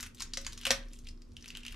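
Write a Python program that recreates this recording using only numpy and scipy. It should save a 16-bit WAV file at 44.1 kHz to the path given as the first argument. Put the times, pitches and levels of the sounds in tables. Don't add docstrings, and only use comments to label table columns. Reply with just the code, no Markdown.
import sys
import numpy as np
from scipy import signal
from scipy.fft import rfft, irfft, next_fast_len
from scipy.io import wavfile
from scipy.ndimage import map_coordinates

SR = 44100
rng = np.random.default_rng(int(sys.argv[2]) if len(sys.argv) > 2 else 0)


def to_linear_factor(level_db):
    exponent = np.asarray(level_db, float) / 20
    return 10 ** exponent


def unload_audio(sound):
    columns = np.transpose(np.atleast_2d(sound))
    steps = np.round(np.clip(columns, -1, 1) * 32767)
    wavfile.write(sys.argv[1], SR, steps.astype(np.int16))


N = 77175
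LID_FLOOR_HZ = 1020


def unit(x):
    return x / np.sqrt(np.mean(x ** 2, axis=-1, keepdims=True) + 1e-20)


def along(points, hz):
    point_hz, value = np.transpose(points)
    return np.interp(np.log(hz + 1), np.log(point_hz + 1), value)


def curves(rows):
    s, *columns = np.transpose(rows)
    return [np.interp(np.arange(N) / SR, s, column) for column in columns]


def wobble(rate):
    points = rng.standard_normal(int(N * rate / SR) + 4)
    return map_coordinates(points, [np.arange(N) * rate / SR])


def filtered(x, response):
    n = x.shape[-1]
    padded = next_fast_len(n + 8192)
    spectrum = rfft(x, padded) * response(np.fft.rfftfreq(padded, 1 / SR))
    return irfft(spectrum, padded)[..., :n]


def peak(f, hz, q):
    damping = 1j * f * hz / q
    return damping / (hz * hz - f * f + damping)


def lid_floor(f):
    return (1j * f / (1j * f + LID_FLOOR_HZ)) ** 2


def placed(times, sounds):
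    starts = np.round(np.asarray(times) * SR).astype(int)[:, None]
    at = starts + np.arange(sounds.shape[1])
    return np.bincount(np.clip(at, 0, None).ravel(), sounds.ravel(), N + SR)[:N]


def pair(a, b, alike):
    turn = np.arccos(np.clip(alike, 0, 1)) / 2
    shared, opposed = np.cos(turn) * a, np.sin(turn) * b
    return np.array([shared + opposed, shared - opposed])


def plastic_bursts(table, rise_s, crack_t60, rattle_t60, rattle_db, q, ring_db, broad_db):
    body_trim_db, treble_trim_db, treble_alike = 3.5, 4.5, 0.6
    strike = 4.2
    s, db, hz, body_db, treble_db = [column[:, None] for column in np.transpose(table)]
    t = np.arange(4096) / SR
    crack = to_linear_factor(-60 * t / crack_t60)
    rattle = to_linear_factor(rattle_db - 60 * t / rattle_t60)
    shape = (1 - np.exp(-t / rise_s)) * (crack + rattle)

    def ring_tone(f):
        return peak(f, hz, q) ** 2

    def broad_tone(f):
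        return peak(f, 5000, 0.66) ** 2 / (1 + 1j * f / 8400) ** 2

    def body_tone(f):
        return peak(f, 1590, 0.85) ** 2 * lid_floor(f)

    def treble_tone(f):
        return peak(f, 10500, 1.23) ** 2

    tones = [ring_tone, broad_tone, body_tone, treble_tone, treble_tone]
    noise = rng.standard_normal((len(s), len(tones), len(t)))
    noise[:, 0, round(rise_s * SR) + 1] += strike
    parts = [filtered(shape * noise[:, k], tone) for k, tone in enumerate(tones)]
    parts = [part / np.abs(part).max(axis=1, keepdims=True) for part in parts]
    ring, broad, body, treble_a, treble_b = parts
    dull = to_linear_factor(ring_db) * ring + to_linear_factor(broad_db) * broad + to_linear_factor(body_db + body_trim_db) * body
    treble_gain = to_linear_factor(db + treble_db + treble_trim_db)
    trebles = [placed(s[:, 0], treble_gain * part) for part in (treble_a, treble_b)]
    return placed(s[:, 0], to_linear_factor(db) * dull), pair(*trebles, treble_alike)


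# start_s [s], level_db [dB], ring_hz [Hz], body_db [dB], treble_db [dB]
RIM_SNAPS = [(0.0004, -43.5, 4180, 0, -8), (0.0064, -30.5, 6600, -13.5, -10),
             (0.0278, -28.5, 6400, -12, -11), (0.0367, -35.5, 5630, -7, -30),
             (0.0618, -42.5, 2860, -2, -2.5), (0.1466, -41.5, 6400, -35, -10.5),
             (0.1693, -55, 6300, -38, -18), (0.1853, -49, 2630, -33, -15), (0.1976, -34, 5200, -28, -34),
             (0.2042, -27, 4740, -12, -14), (0.2205, -23.5, 6230, -15, -20), (0.335, -24, 5310, -24, -29),
             (0.3716, -21, 5460, -13.5, -33), (0.412, -42, 5670, -12, -7.5),
             (0.4474, -32, 4500, -15.5, -35), (0.4652, -21.5, 6570, -10.5, -43),
             (0.483, -52, 2440, -8, -37), (0.5226, -38, 4000, -27, -17), (0.5304, -35, 5770, -20, -15.5),
             (0.5757, -32, 5970, -17, -22), (0.5902, -48, 3280, -21.5, -9),
             (0.612, -35.5, 3020, -25, -11.5), (0.6268, -40, 3300, -26, -32.5),
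             (0.6337, -37.5, 5930, -11, -39), (0.6523, -15.5, 2870, -16, -19.5),
             (0.6662, -17.5, 2820, -12.5, -15), (0.6713, -27.5, 2530, -4, -13.5),
             (0.7053, -10.5, 5690, -11, -34), (0.7131, -16.5, 3400, -5, -11.5)]


def rim_snaps():
    return plastic_bursts(RIM_SNAPS, rise_s=0.00067, crack_t60=0.01, rattle_t60=0.069, rattle_db=-9.5,
                          q=3.1, ring_db=-4.5, broad_db=-5.5)


# start_s [s], level_db [dB], ring_hz [Hz], body_db [dB], treble_db [dB]
LID_TICKS = [(0.8846, -50.5, 5400, -20, -14), (0.916, -60, 3230, -28, -10),
             (0.9297, -51.5, 3400, -17, -8.5), (0.9331, -39.5, 7330, -36, -11),
             (0.9543, -52.5, 6000, -35, -12), (0.9614, -52, 3280, -27, -10),
             (0.9886, -40, 6400, -35, -12.5), (1.07, -36, 2920, -40, -29), (1.0866, -35, 5050, -36, -38),
             (1.1092, -49, 5370, -29, -27), (1.147, -72, 2340, -29, -23.5), (1.1748, -56, 4960, -16.5, -30),
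             (1.2191, -43, 4900, -30.5, -27.5), (1.3089, -67, 5120, -19, -26),
             (1.3185, -53, 5170, -20, -24), (1.3669, -32.5, 2964, -29, -24.5),
             (1.4085, -49, 5730, -28, -19), (1.4241, -39.5, 5650, -38, -25),
             (1.4426, -39, 3200, -10.5, -17), (1.4583, -36.5, 2740, -19, -13),
             (1.479, -36.5, 5640, -26, -10), (1.4852, -35.5, 5450, -23, -20), (1.5033, -32, 2840, -30, -25),
             (1.5506, -32.5, 2860, -11, -35), (1.5618, -35.5, 2900, -27, -25),
             (1.571, -31.5, 2920, -15.5, -9.5), (1.6046, -43, 3040, -26, -28),
             (1.6327, -37.5, 2820, -41, -26), (1.6505, -30, 2750, -16.5, -32),
             (1.6641, -27.5, 2720, -27, -18), (1.6809, -30.5, 2700, -34, -23), (1.7085, -48, 2940, -29, -7),
             (1.723, -39, 2840, -11, -7.5), (1.7434, -42, 2810, -3, -19)]


def lid_ticks():
    return plastic_bursts(LID_TICKS, rise_s=0.00044, crack_t60=0.0069, rattle_t60=0.059, rattle_db=-14,
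                          q=3.58, ring_db=-3, broad_db=-6)


# time_s [s], level_db [dB], pitch_hz [Hz] (the middle of a random spread)
CREASES = [(0, -48.5, 5000), (.05, -49, 5000), (.075, -49.5, 4500), (.1, -90, 4670), (.19, -49, 4800),
           (.24, -55, 4350), (.3, -63, 4500), (.44, -57, 4400), (.53, -55, 4400), (.56, -62, 4830),
           (.63, -50.5, 3830), (.72, -41.5, 3970), (.8, -61.5, 4520), (.9, -66, 5470), (.95, -60.5, 6030),
           (1.02, -65, 5940), (1.045, -61, 6040), (1.09, -57, 4720), (1.14, -85, 4690), (1.3, -74.5, 5420),
           (1.41, -63.5, 4440), (1.49, -56.5, 4000), (1.53, -54, 3500), (1.575, -59.5, 3600),
           (1.62, -60, 3340), (1.675, -54, 3340), (1.75, -52.5, 3580)]


def crinkle():
    count, pitch_spread, size_db, trim_db = 2000, 0.487, 3, -5
    ring_cycles = 4.2
    level_db, pitch_hz = curves(CREASES)
    s = rng.random(count) * (N - 1) / SR
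    hz = pitch_hz[(s * SR).astype(int)] * np.exp(pitch_spread * rng.standard_normal(count))
    hz = np.clip(hz, 600, 14000)[:, None]
    size = to_linear_factor(size_db * rng.exponential(size=count))[:, None]
    cycles = hz * np.arange(512) / SR
    grains = size * np.sin(2 * np.pi * cycles) * np.exp(-cycles * 2 / ring_cycles)
    return unit(filtered(placed(s, grains), lid_floor)) * to_linear_factor(level_db + trim_db)


# start_s [s], level_db [dB], thump_share [0 to 1]
TUB_JOLTS = [(0.373, -42.5, 0.12), (0.668, -36, 0.1), (0.705, -25.5, 0.079), (0.713, -29, 0.09)]
# pitch_hz [Hz], level_db [dB], t60_s [s to fall 60 dB]
TUB_TONES = [(535.5, 5, 0.044), (545.6, -1, .25), (686, 5.5, 0.054), (1235, -12, 0.19), (1510, -11, 0.2),
             (1730, -20, 0.17), (2150, -16, 0.28), (2655, -3.5, 0.13), (3337, -12, .1), (5430, -1, .09),
             (5650, -4.5, 0.062)]
# pitch_hz [Hz], level_db [dB], t60_s [s to fall 60 dB]
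THUMP_TONES = [(99.3, 16, 0.094), (234.4, 18.5, 0.068)]


def tub_knocks():
    trim_db, rise_s, vary_db = -5, 0.0019, 1.3
    s, db, thump_share = np.transpose(TUB_JOLTS)
    t = np.arange(SR // 3) / SR
    hz, level_db, t60 = [column[:, None] for column in np.vstack([TUB_TONES, THUMP_TONES]).T]
    vary = vary_db * rng.standard_normal((len(s), len(hz), 1))
    tones = to_linear_factor(level_db + vary - 60 * t / t60) * np.sin(2 * np.pi * hz * t)
    ring = tones[:, :len(TUB_TONES)].sum(axis=1)
    thump = tones[:, len(TUB_TONES):].sum(axis=1)
    sound = (ring + thump_share[:, None] * thump) * (1 - np.exp(-t / rise_s))
    return placed(s, to_linear_factor(db + trim_db)[:, None] * sound)


# pitch_hz [Hz], t60_s [s to fall 60 dB]
ROOM_FADE = [(300, 0.38), (1500, 0.33), (5000, 0.21), (12000, 0.18)]


def room(x):
    alike, delay = 0.33, 130
    out, stretch = np.zeros((2, N + SR)), SR // 8
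    for at in range(0, N, stretch):
        hz, t, noise = signal.stft(rng.standard_normal((2, SR // 2)), SR, nperseg=256)
        fade = to_linear_factor(-60 * t / along(ROOM_FADE, hz)[:, None])
        a, b = signal.istft(noise * fade, SR, nperseg=256)[1]
        tail = pair(a, b, alike) / np.linalg.norm(a)
        wet = signal.fftconvolve(x[None, at:at + stretch], tail, axes=1)
        out[:, at + delay:][:, :wet.shape[1]] += wet
    return out[:, :N]


# time_s [s], level_db [dB rms]
RUMBLE_LEVEL = [(0.0, -64), (0.048, -49.5), (0.174, -67), (0.218, -49.5), (0.414, -45), (0.642, -52),
                (0.872, -42.5), (0.97, -51.5), (1.086, -44), (1.418, -59.5), (1.612, -47.5), (1.656, -61),
                (1.714, -45), (1.75, -44)]


def rumble():
    hz, wander_hz = 29.5, 7.03
    t = np.arange(N) / SR
    drift = np.cumsum(wander_hz / 2 * wobble(4.3)) / SR
    tone = np.sin(2 * np.pi * (hz * t + drift + rng.random()))
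    return unit(tone) * to_linear_factor(curves(RUMBLE_LEVEL)[0])


# time_s [s], level_db [dB rms]
SWELL_LEVEL = [(0.0, -55.5), (0.268, -55), (0.37, -62), (0.526, -49), (0.618, -62), (0.676, -56),
               (0.72, -47), (0.76, -52), (0.832, -62.5), (1.126, -54), (1.256, -67.5), (1.33, -53),
               (1.51, -62.5), (1.54, -51), (1.588, -68.5), (1.75, -54)]


def swells():
    noise = filtered(rng.standard_normal((2, N)), lambda f: peak(f, 70.4, 1) ** 2)
    return unit(pair(*noise, 0.95)) * to_linear_factor(curves(SWELL_LEVEL)[0])


# pitch_hz [Hz], level_db [dB rms]
HUM_TONES = [(119.5, -73.5), (240.5, -61)]


def mains_hum():
    waver_db = 1
    t = np.arange(N) / SR
    hum = np.zeros(N)
    for hz, db in HUM_TONES:
        tone = unit(np.sin(2 * np.pi * (hz * t + rng.random())))
        hum += tone * to_linear_factor(db + waver_db * wobble(13.57))
    return hum


# [dB per Hz, relative]
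AIR_COLOUR = [(45, -120), (60, -9.5), (100, -19.5), (249, -7.5), (326, -11), (506, -20.5), (600, -29),
              (800, -33), (1130, -27.5), (2190, -40.5), (5500, -37.5), (9000, -45), (15500, -49.5)]
# pitch_hz [Hz], likeness [0 to 1]
AIR_LIKENESS = [(60, 0.84), (200, 0.44), (700, 0.17), (3000, .3)]


def air_noise():
    def mid_and_side(hz):
        turn = np.arccos(np.clip(along(AIR_LIKENESS, hz), 0, 1)) / 2
        return to_linear_factor(along(AIR_COLOUR, hz)) * [np.cos(turn), np.sin(turn)]

    mid, side = filtered(rng.standard_normal((2, N)), mid_and_side)
    return to_linear_factor(-61.5) * unit(np.array([mid + side, mid - side]))


def scene():
    pan_db, treble_pan_db = 1, 8.5
    room_db, tub_room_db, lag_s = -8, -4.5, 0.8 / SR
    snap_dull, snap_treble = rim_snaps()
    tick_dull, tick_treble = lid_ticks()
    plastic = snap_dull + tick_dull + crinkle()
    treble = snap_treble + tick_treble
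    knocks = tub_knocks()
    sides = np.array([[.5], [-.5]])
    direct = (plastic + knocks) * to_linear_factor(pan_db * sides) + treble * to_linear_factor(treble_pan_db * sides)
    direct = filtered(direct, lambda hz: np.exp(-1j * 2 * np.pi * hz * lag_s * (sides + .5)))
    answer = to_linear_factor(room_db) * room(plastic + treble[0] + to_linear_factor(tub_room_db) * knocks)
    return direct + answer + rumble() + swells() + mains_hum() + air_noise()


def top_cut(x):
    return signal.sosfilt(signal.butter(12, 15710, fs=SR, output="sos"), x)


# pitch_hz [Hz], gain_db [dB]
MIC_TREBLE = [(8000, -0.5), (12000, -2), (14000, -7.5), (15500, -20)]


def record(dry):
    mix = filtered(dry, lambda hz: to_linear_factor(along(MIC_TREBLE, hz)) * (hz < 15750))
    return top_cut(mix)


dry = scene()
out = record(dry)
unload_audio(out)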